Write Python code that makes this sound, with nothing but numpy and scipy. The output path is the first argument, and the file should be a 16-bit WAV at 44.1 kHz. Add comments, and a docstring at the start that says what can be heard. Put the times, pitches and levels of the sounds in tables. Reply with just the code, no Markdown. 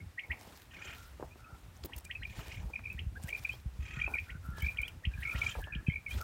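"""Open crop field in the morning. A hand-worked bird call pips in trills and triplets of short sagging whistles.
Caged quail answer with rising whip notes (swept sines) and throbbing growls (harmonics with breath noise).
Farther birds whistle in gliding sines and caw in pulsed partials. People walk through the crop in grainy
noise, with knocks and crackling stalks; wind rumbles and rings the microphone port over a far hush."""
import sys
import numpy as np
from scipy import signal
from scipy.io import wavfile

SR = 44100
rng = np.random.default_rng(int(sys.argv[2]) if len(sys.argv) > 2 else 0)


def generate_wav(signal):
    """Clip the signal to [-1, 1] and save it as 16-bit WAV at the path in sys.argv[1]."""
    frames = np.transpose(np.atleast_2d(signal))
    scaled = np.clip(frames, -1, 1) * 32767
    pcm = np.round(scaled).astype(np.int16)
    wavfile.write(sys.argv[1], SR, pcm)


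N = 274743

# Other pips, single or beside the trills and triplets; the first is the tail of a whip.
# Each row: time in seconds, level in dB, pitch in Hz.
OTHER_PIPS = [(0.004, -51, 2154), (0.236, -43, 2180), (.246, -58, 2160), (1.4437, -56.5, 2510),
              (2.1527, -36.5, 2540), (2.251, -39.5, 2377), (2.2952, -50.5, 2470), (2.8394, -47, 2430),
              (2.9174, -42.5, 2490), (3.8586, -45, 2450), (4.8488, -41, 2410), (5.1383, -47.5, 2410),
              (5.5425, -47, 2440), (5.724, -42, 2454), (5.734, -39.5, 2435), (5.8667, -38.5, 2506),
              (5.879, -42.5, 2570)]
# Rising trills that open each phrase. Each row: first pip in seconds, last pip in seconds, first level in dB,
# last level in dB, swell in the middle in dB, first pitch in Hz, last pitch in Hz.
TRILLS = [(2.7353, 2.778, -40.5, -45, 9, 2423, 2466), (3.305, 3.35, -41, -33, 5, 2330, 2450),
          (4.015, 4.063, -30, -32, 0, 2365, 2510), (4.621, 4.685, -37.5, -30.5, 2, 2220, 2437),
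          (5.253, 5.315, -31.5, -33.5, 0, 2175, 2420), (5.899, 5.959, -34, -32.5, -4.5, 2170, 2330)]
# Triplets that close each phrase. Each row: first pip in seconds, its level in dB, its pitch in Hz,
# middle pip against the first in dB.
TRIPLETS = [(2.8552, -36, 2455, -9), (3.448, -31, 2440, -32), (4.14, -28, 2370, -3),
            (4.785, -30, 2350, -6.5), (5.4174, -27.5, 2352, -10), (6.064, -33.5, 2348, -8)]
# Quail whip notes. Each row: time near the top of the sweep in seconds, top level in dB,
# slow start against the top in dB, start pitch in Hz.
WHIPS = [(0.194, -38, 3, 1638), (0.318, -41, 9.5, 1627), (1.9342, -38, -11.5, 1490),
         (2.1113, -36.5, -5.5, 1406), (2.233, -38.5, -5, 1350), (2.9916, -34.5, -12, 1534),
         (3.292, -38.5, -5.5, 1350), (3.9998, -38, -3.5, 1456), (4.185, -49.5, 5.5, 1505),
         (4.304, -45, 1, 1426), (4.772, -37, -18, 1510), (4.88, -36.5, -19.5, 1400),
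         (5.0524, -31, -12.5, 1530), (5.2332, -43.5, 2.5, 1357), (5.3595, -41.5, 0.5, 1440),
         (5.64, -42, -14, 1466), (5.75, -36.5, -21, 1410)]
# Quail growls. Each row: start in seconds, length in seconds, pitch in Hz, level in dB,
# moment one throb opens in seconds, lift of the upper partials in dB.
GROWLS = [(0.692, 0.3, 617.4, -56.5, 0.8665, -5), (2.281, 0.37, 611, -58.5, 2.402, -4),
          (3.79, 0.31, 638.6, -55, 3.928, -7), (5.331, 0.22, 631.5, -53, 5.375, 6.5)]
# Colour of the growling throat. Each row: frequency in Hz, relative level in dB.
GROWL_THROAT = [(290, -50), (500, -10), (1020, -18), (1250, 1.5), (1900, 0.5), (2480, 9.5), (3100, 5.5),
                (4800, -8), (7420, -3.5), (9000, -80), ]
# Far whistles. Each row: start in seconds, length in seconds, first, middle and last pitch in Hz, level in dB.
WHISTLES = [(1.305, .035, 2400, 2480, 2580, -56), (2.05, .032, 2500, 2400, 2550, -53),
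            (2.19, .05, 4150, 4100, 3950, -66), (3.153, .03, 1450, 1620, 1700, -46),
            (3.243, .035, 1600, 1560, 1500, -58), (3.505, .05, 3000, 3100, 3500, -52),
            (4.582, .068, 3350, 3050, 3350, -53), (4.815, .055, 2950, 3100, 3550, -49),
            (5.62, .022, 1500, 1650, 1750, -46), (5.868, .07, 3350, 3050, 3450, -52),
            (6.092, .055, 3000, 3100, 3400, -50)]
# Far hoarse caws. Each row: start in seconds, length in seconds, throat pitch in Hz, level in dB.
CAWS = [(0.797, 0.31, 1415, -61), (1.384, 0.19, 1370, -60.5), (3.941, 0.24, 1456, -57),
        (4.258, 0.12, 1490, -60), (4.429, 0.21, 1375, -57.5), (4.524, 0.15, 1703, -57),
        (4.743, 0.18, 1463, -65), (5.109, 0.16, 1650, -58.5), (5.239, 0.28, 1340, -53.5),
        (5.369, 0.204, 1700, -58.5), (5.597, 0.21, 1690, -55), (5.704, 0.13, 1403, -66.5),
        (5.825, 0.12, 1690, -67), (6.184, 0.084, 1371, -52)]
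# Feet scuffing the soil. Each row: start in seconds, length in seconds, level in dB.
SCUFFS = [(.2, 0.4, -55.5), (.72, 0.26, -58.5), (1.19, 0.14, -59), (1.45, 0.16, -61), (1.75, 0.3, -58.5),
          (2.28, 0.34, -59.5), (2.58, 0.19, -55), (3.1, 0.37, -61.5), (4.07, 0.098, -50), (4.55, 0.54, -64),
          (5.28, 0.22, -56), (5.54, 0.085, -54.5), (6.12, 0.36, -54)]
# Colour of the scuffs. Each row: frequency in Hz, relative level in dB per Hz.
SCUFF_COLOUR = [(150, 2), (400, -3), (900, -0.5), (1300, -17), (3000, -25)]
# Legs swishing through the leaves. Each row: start in seconds, length in seconds, level in dB.
SWISHES = [(.35, 0.33, -61), (.8, 0.36, -62), (1.36, 0.062, -67), (2.24, 0.37, -59.5), (3.19, 0.45, -59),
           (4.06, 0.28, -64), (4.54, 0.24, -57.5), (5.1, 0.59, -56.5), (6.08, 0.14, -52)]
# Colour of the leaves. Each row: frequency in Hz, relative level in dB per Hz.
LEAF_COLOUR = [(1000, 6), (2500, 8.5), (6000, 1.5), (10500, -1.5), (15000, -0.5)]
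# Knocks and one thin tick. Each row: time in seconds, strike level in dB, pitch in Hz.
KNOCKS = [(1.198, -38, 497), (1.207, -40, 830), (1.2262, -29.5, 610), (1.357, -47, 587), (1.846, -35, 265),
          (2.393, -37.5, 1270), (2.793, -40.5, 1550), (2.9285, -41, 16000), (3.539, -44.5, 750),
          (4.078, -33.5, 870), (4.582, -38.5, 955), (5.553, -34.5, 960), (5.672, -39, 810)]
# Crackling stalks. Each row: time just before the peak in seconds, level in dB, decay time in seconds,
# lowest pitch in Hz.
SNAPS = [(1.751, -58.5, 0.013, 3000), (1.84, -42.5, 0.017, 1220), (1.9648, -46, 0.02, 4950),
         (2.044, -57, 0.018, 6960), (3.223, -51.5, .02, 2970), (3.272, -51.5, 0.021, 6000),
         (4.446, -61.5, 0.036, 10300), (4.571, -48, 0.036, 2970), (4.815, -46.5, 0.0049, 3970),
         (4.877, -49.5, 0.0093, 5960), (5.602, -48, 0.0085, 3030), (6.108, -45.5, 0.011, 2020),
         (6.211, -47.5, 0.012, 6000)]
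# Wind slaps. Each row: time just before the slap in seconds, strike level in dB, puff against the slap in dB.
BUFFETS = [(0.28, -33, -10), (1.225, -40, 1), (1.511, -38.5, -0.5), (1.943, -33.5, -26), (2.197, -40, -7),
           (2.372, -30.5, 1.5), (2.631, -30, -1.5), (2.931, -34, 0), (3.049, -24.5, -5), (3.227, -32.5, 6),
           (3.643, -26, -2), (3.775, -25.5, -9), (3.957, -38, 8.5), (4.036, -29, -20), (4.337, -40.5, 9.5),
           (4.472, -32, 6), (4.613, -24, -3), (4.78, -31, -15), (5.055, -21, -4), (5.168, -31.5, 0.5),
           (5.333, -26.5, 1), (5.743, -34.5, 9.5), (5.87, -31, 19)]
# Turbulence between the slaps. Each row: time in seconds, level in dB.
WIND_LEVEL = [(0.0, -41.5), (0.17, -63), (0.6, -63.5), (0.9, -52), (1.25, -53.5), (1.6, -56.5), (2.44, -44),
              (2.88, -48), (3.12, -41.5), (3.5, -55), (3.9, -43), (4.34, -51.5), (4.53, -40), (4.93, -51),
              (5.26, -48.5), (5.79, -39.5), (5.95, -49.5), (6.23, -41)]
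# Colour of the turbulence. Each row: frequency in Hz, relative level in dB per Hz.
WIND_COLOUR = [(15, -42), (25, -9), (48, -2), (70, 3), (146, -14.5), (400, -35.5), (520, -92)]
# Colour of the far hush. Each row: frequency in Hz, relative level in dB per Hz.
AIR_COLOUR = [(88, -59), (150, -4.5), (466, -11), (2180, -13.5), (2500, -16.5), (4860, -22), (15100, -27),
              (16000, -37)]

PIP_GAP_S = 0.021   # approximate spacing of the squeezes in a trill
MIDDLE_S, MIDDLE_DROP_HZ = 0.015, 90.5   # the middle pip of a triplet is lower
LAST_S, LAST_RISE_HZ, LAST_DB = 0.046, 54.4, -2   # the last one is a little higher and softer
CAW_PULSES_PER_S = 81   # before the arch and waver of each caw
GROUND_ECHO_S, GROUND_ECHO_DB = 0.003123, -8
AIR_DB = -64.5
CUTOFF_HZ = 15900


def pips():
    """Spell out trills and triplets pip by pip, with the other pips: rows of s, dB, Hz."""
    rows = list(OTHER_PIPS)
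    for first_s, last_s, first_db, last_db, swell_db, first_hz, last_hz in TRILLS:
        count = round((last_s - first_s) / PIP_GAP_S) + 1
        for u in np.linspace(0, 1, count):
            s = first_s + u * (last_s - first_s)
            db = first_db + u * (last_db - first_db) + swell_db * np.sin(np.pi * u)
            rows.append((s, db, first_hz + u * (last_hz - first_hz)))
    for s, db, hz, middle_db in TRIPLETS:
        rows.append((s, db, hz))
        rows.append((s + MIDDLE_S, db + middle_db, hz - MIDDLE_DROP_HZ))
        rows.append((s + LAST_S, db + LAST_DB, hz + LAST_RISE_HZ))
    return rows


def bird_call(nominal_s=0.014, lead_s=0.003, sag=0.044, wobble=0.016, rough_db=1.77,
              side_max_db=-17, side_ratio=0.95, linger_db=-6.0, flutter_per_s=55):
    """Squeezes blow short sagging whistles with a faint lower side note; leftover air flutters on."""
    out = np.zeros(N)
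    for s, db, hz in pips():
        stretch, skew, side, start = rng.random(4)
        u = np.linspace(0, 1, round(nominal_s * (0.84 + 0.18 * stretch) * SR))
        puff = np.sin(np.pi * u ** (0.67 + 0.4 * skew)) ** 2.1
        pitch = hz * (1 + sag * (0.5 - u) + wobble * drift(160, size=len(u)))
        phase = 2 * np.pi * (np.cumsum(pitch) / SR + start)
        side_note = from_db(side_max_db + 4.1 * (side - 1.0)) * np.sin(side_ratio * phase)
        level = from_db(db + rough_db * drift(200, size=len(u)))
        add(out, s - lead_s, level * puff * (np.sin(phase) + side_note))
    hiss = rng.standard_normal(N)
    for _ in range(2):
        hiss = ring(hiss, hz=2393, t60=0.011)
    keep = np.exp(-1 / (0.022 * SR))   # air pressure leaks away over 22 ms
    pressure = signal.lfilter([1 - keep], [1, -keep], np.abs(out))
    flutter = 1 + 0.43 * np.sin(2 * np.pi * flutter_per_s * np.arange(N) / SR)
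    return out + from_db(linger_db) * pressure * flutter * rms_one(hiss)


def whips(length_s=0.024, top_hz=3400, shelf_hz=2220, bend=9, past_s=0.0027):
    """A sine of slightly unsteady level climbs to a shelf, then flicks up and stops."""
    out, u = np.zeros(N), np.linspace(0, 1, round(length_s * SR))
    rise = u * np.minimum((1 - u) / 0.06, 1)
    for s, db, start_db, start_hz in WHIPS:
        hz = start_hz + (shelf_hz - start_hz) * u ** 0.814 + (top_hz - shelf_hz) * u ** bend
        slow_start = np.clip((2800 - hz) / 400, 0, 1)   # fades out from 2400 to 2800 Hz
        level_db = db + start_db * slow_start + 2.0 * drift(230, size=len(u))
        tone = np.sin(2 * np.pi * np.cumsum(hz) / SR)
        add(out, s + past_s - length_s, rise * from_db(level_db) * tone)
    return out


def growls(breath_db=-11, throbs_per_s=37, scoop=0.5, settle=0.13, jitter=0.02, rough=0.09,
           shut=0.05, smear=0.05):
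    """A hoarse harmonic voice is chopped into upward-scooping throbs; breath hisses through its throat."""
    out = np.zeros(N)
    for s, length_s, hz, db, opens_s, upper_db in GROWLS:
        t, swell = over_span(length_s, sharp=1.0)
        size = len(t)
        throb = ((t + s - opens_s) * throbs_per_s + 0.06 * drift(10, size)) % 1   # place within a throb
        pitch = hz * (1 - scoop * np.exp(-throb / settle) + jitter * drift(42.0, size))
        phase, voice = 2 * np.pi * np.cumsum(pitch) / SR, 0
        for k in range(1, 13):
            # higher partials come later, fray into rasp and are chopped less
            gate = np.sin(np.pi * throb ** (0.16 + 0.029 * k)) ** 2
            chop = (shut + smear * k + gate) / (1 + smear * k)
            settled = (pitch / hz) ** k
            level_db = at_hz(GROWL_THROAT, k * pitch) + upper_db * (k > 4) + 3.8 * drift(27, size)
            rasp = (1 + rough * k * drift(270, size)) / np.hypot(1, rough * k)
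            tone = np.sin(k * phase + rng.uniform(0, 2 * np.pi))
            voice = voice + from_db(level_db) * rasp * tone * chop * settled
        breath = 0
        for band_hz in np.arange(1.5, 12) * hz:
            band_db = at_hz(GROWL_THROAT, band_hz) + upper_db * (band_hz > 3000)
            breath = breath + from_db(band_db) * rms_one(ring(rng.standard_normal(size), band_hz, t60=0.0017))
        breath = breath * (0.4 + np.sin(np.pi * throb ** 0.6) ** 2)
        voice = rms_one(voice) + from_db(breath_db) * rms_one(breath)
        add(out, s, swell * from_db(db + 2.5 * drift(9.8, size)) * rms_one(voice))
    return out


def whistles():
    """Gliding sines waver with distance; the pitch follows a parabola through three points."""
    out = np.zeros(N)
    for s, length_s, *hz, db in WHISTLES:
        t, swell = over_span(length_s, sharp=0.8)
        glide = np.polyval(np.polyfit([0, length_s / 2, length_s], hz, 2), t)
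        pitch = glide * (1 + 0.018 * drift(88, size=len(t)))
        level = from_db(db + 2.5 * drift(90, size=len(t)))
        add(out, s, swell * level * np.sin(2 * np.pi * np.cumsum(pitch) / SR))
    return out


def caws(arch=0.039, width_hz=60.0, breath=0.75, waver=0.009):
    """Throat pulses arch up in rate and sag; only partials near the throat pitch carry this far."""
    out = np.zeros(N)
    for s, length_s, hz, db in CAWS:
        t, swell = over_span(length_s, sharp=0.28)
        bow = 1 + arch * (np.sin(np.pi * (t / length_s) ** 0.686) - 0.7)
        rate = CAW_PULSES_PER_S * (bow + waver * drift(13.6, size=len(t)))
        beat = 2 * np.pi * np.cumsum(rate) / SR
        centre, voice = round(hz / CAW_PULSES_PER_S), 0
        for k in range(-3, 4):
            carry = np.exp(-0.5 * (k * CAW_PULSES_PER_S / width_hz) ** 2)
            flicker = from_db(4.3 * drift(16, size=len(t)))
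            voice = voice + carry * flicker * np.sin((centre + k) * beat + rng.uniform(0, 2.55))
        air = ring(ring(rng.standard_normal(len(t)), hz, t60=0.011), hz, t60=0.011)
        level = from_db(db + 1.47 * drift(17, size=len(t)))
        add(out, s, swell * level * rms_one(rms_one(voice) + breath * rms_one(air)))
    return out


def walkers(grains_per_s=700):
    """Feet scuff the soil and legs brush the leaves: coloured noise with dense random grains."""
    sizes = from_db(4.5 * np.minimum(rng.exponential(1, N), 4))
    grain = 1 + 1.8 * sizes * (rng.random(N) < grains_per_s / SR)
    soil = coloured(SCUFF_COLOUR, patchy_db=3.5, rate=25, alone=0.7, grain=grain)
    leaves = coloured(LEAF_COLOUR, patchy_db=1.8, rate=30, alone=1.5, grain=grain)
    return swells(SCUFFS, sharp=0.8) * soil + swells(SWISHES, sharp=0.7) * leaves


def knocks():
    """A blow followed by grit passes a broad band filter and sets one short resonance ringing."""
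    out, t = np.zeros(N), np.arange(round(SR / 10)) / SR
    for s, db, hz in KNOCKS:
        scrape = 0.058 * np.exp(-t / 0.012) * rng.standard_normal(len(t))
        scrape[0] = 1   # the blow itself, then grit
        edges = [hz / 2.5, min(2.2 * hz, 20000)]
        strike = 2.5 * signal.sosfilt(signal.butter(2, edges, "band", fs=SR, output="sos"), scrape)
        add(out, s, from_db(db) * ring(strike, hz, t60=2.2 / hz))
    return out


def snaps(bend=0.27):
    """Stalks bend, crack and splinter: rough noise rings in five pitches, each flickering alone."""
    out = np.zeros(N)
    for s, db, length_s, low_hz in SNAPS:
        t = np.arange(round(3 * length_s * SR)) / SR
        fade_s = np.where(t < length_s, bend * length_s, length_s)   # quick rise, slower decay
        shape = np.exp(-np.abs(t - length_s) / fade_s)
        grit = rng.standard_normal(len(t)) * from_db(1.4 * drift(390, size=len(t)))
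        splinter = 0
        for hz in np.geomspace(low_hz, 14500, 5) * rng.uniform(0.9, 1.05, 5):
            flicker = from_db(12.4 * drift(76, size=len(t)))
            splinter = splinter + ring(grit, hz, t60=6 / hz) * hz * flicker
        add(out, s - length_s * (1 - bend), from_db(db) * shape * rms_one(splinter))
    return out


def wind(port_hz=64, t60=0.11, late_s=0.0135):
    """Lumpy turbulence, and slaps that ring the microphone port with a brighter puff at the front."""
    slaps, puffs = np.zeros(N), np.zeros(N)
    for s, db, puff_db in BUFFETS:
        add(slaps, s + late_s, from_db([db]))
        add(puffs, s + late_s, from_db([db + puff_db]))
    rung = ring(slaps, port_hz, t60) - ring(puffs, hz=146.0, t60=0.026)
    rung = signal.sosfilt(signal.butter(2, 240, fs=SR, output="sos"), rung)
    level_db = np.interp(np.arange(N) / SR, *np.transpose(WIND_LEVEL))
    return from_db(level_db) * coloured(WIND_COLOUR, patchy_db=4.3, rate=13.3, alone=0.8) + rung


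def far_hush():
    """Gently flickering bands of noise lie under everything."""
    return from_db(AIR_DB) * coloured(AIR_COLOUR, patchy_db=0.8, rate=6, alone=0.8)


def open_field(x, t60=0.26, tail_db=-3.5, ground_db=GROUND_ECHO_DB):
    """Add a ground echo and a diffuse tail scattered by the crop, which keeps the middle range."""
    out, t = x.copy(), np.arange(round(0.4 * SR)) / SR
    add(out, GROUND_ECHO_S, from_db(ground_db) * x)
    decay = from_db(-60 * t / t60) + 7.8 * np.exp(-t / 0.0075)   # long tail plus a dense early burst
    scatter = ring(rng.standard_normal(len(t)), hz=2230, t60=0.0013) * decay
    tail = signal.fftconvolve(x, rms_one(scatter) / np.sqrt(len(t)))[:N]
    return out + from_db(tail_db) * tail


def coloured(spectrum, patchy_db, rate, alone, grain=1):
    """Half-octave bands of noise flicker together and partly alone; the mix has rms 1."""
    out, together, edges = 0, drift(rate), 22 * 2 ** np.arange(0, 9.6, 0.5)
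    white = grain * rng.standard_normal((2, N))   # neighbouring bands get unrelated noise
    for k, (low, high) in enumerate(zip(edges, edges[1:])):
        band = signal.sosfilt(signal.butter(2, [low, high], "band", fs=SR, output="sos"), white[k % 2])
        flicker_db = patchy_db * (together + alone * drift(rate))
        out = out + band * from_db(at_hz(spectrum, np.sqrt(low * high)) + flicker_db)
    return rms_one(out)


def ring(x, hz, t60):
    """A two-pole resonance: a unit click starts a sine of height about 1, down 60 dB after t60 seconds."""
    r, w = from_db(-60 / (t60 * SR)), 2 * np.pi * hz / SR
    return signal.lfilter([0, np.sin(w)], [1, -2 * r * np.cos(w), r * r], x + 1e-18)


def drift(rate, size=N):
    """Smooth random wander of spread about 1: noise low-passed near rate in Hz, at every 40th sample."""
    r = np.exp(-80 * np.pi * rate / SR)
    slow = signal.lfilter([1], [1, -2 * r, r * r], rng.standard_normal(size // 40 + 2002))
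    settled = rms_one(slow)[2000:]
    return np.interp(np.arange(size) / 40, np.arange(len(settled)), settled)


def swells(rows, sharp):
    """Gain over time from rows of start, length and level."""
    out = np.zeros(N)
    for s, length_s, db in rows:
        add(out, s, from_db(db) * over_span(length_s, sharp)[1])
    return out


def over_span(length_s, sharp):
    """Local time and an arch-shaped swell for one sound."""
    t = np.arange(round(length_s * SR)) / SR
    return t, np.sin(np.pi * t / length_s) ** sharp


def at_hz(points, hz):
    """Read a colour curve in dB along log frequency."""
    curve_hz, curve_db = np.array(points).T
    return np.interp(np.log(hz), np.log(curve_hz), curve_db)


def add(out, s, sound):
    """Mix a sound in from second s."""
    at = max(round(s * SR), 0)
    out[at:at + len(sound)] += sound[:N - at]


def from_db(db):
    """Turn decibels into an amplitude factor."""
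    return 10 ** (np.asarray(db) / 20)


def rms_one(x):
    """Scale a signal to rms 1."""
    return x / np.sqrt(np.mean(x ** 2) + 1e-20)


def scene():
    """Mix the birds in the open field, the walkers, the wind and the far hush."""
    out = open_field(bird_call(), tail_db=-13, ground_db=-30)
    out += open_field(whips())
    out += open_field(growls(), tail_db=-5.0, ground_db=-1.5)
    out += whistles() + caws()
    out += walkers() + knocks() + snaps()
    out += wind() + far_hush()
    return out[None]


def record(dry):
    """The microphone drops the deepest bass and has a narrow dip in the treble; the top is cut."""
    x = signal.sosfilt(signal.butter(4, 38, "high", fs=SR, output="sos"), dry)
    x = 0.18 * x + signal.lfilter(*signal.iirnotch(10400, 25, fs=SR), x)   # the dip is partly filled
    return signal.sosfilt(signal.ellip(10, 0.5, 45, CUTOFF_HZ, fs=SR, output="sos"), x)


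dry = scene()
out = record(dry)
generate_wav(out)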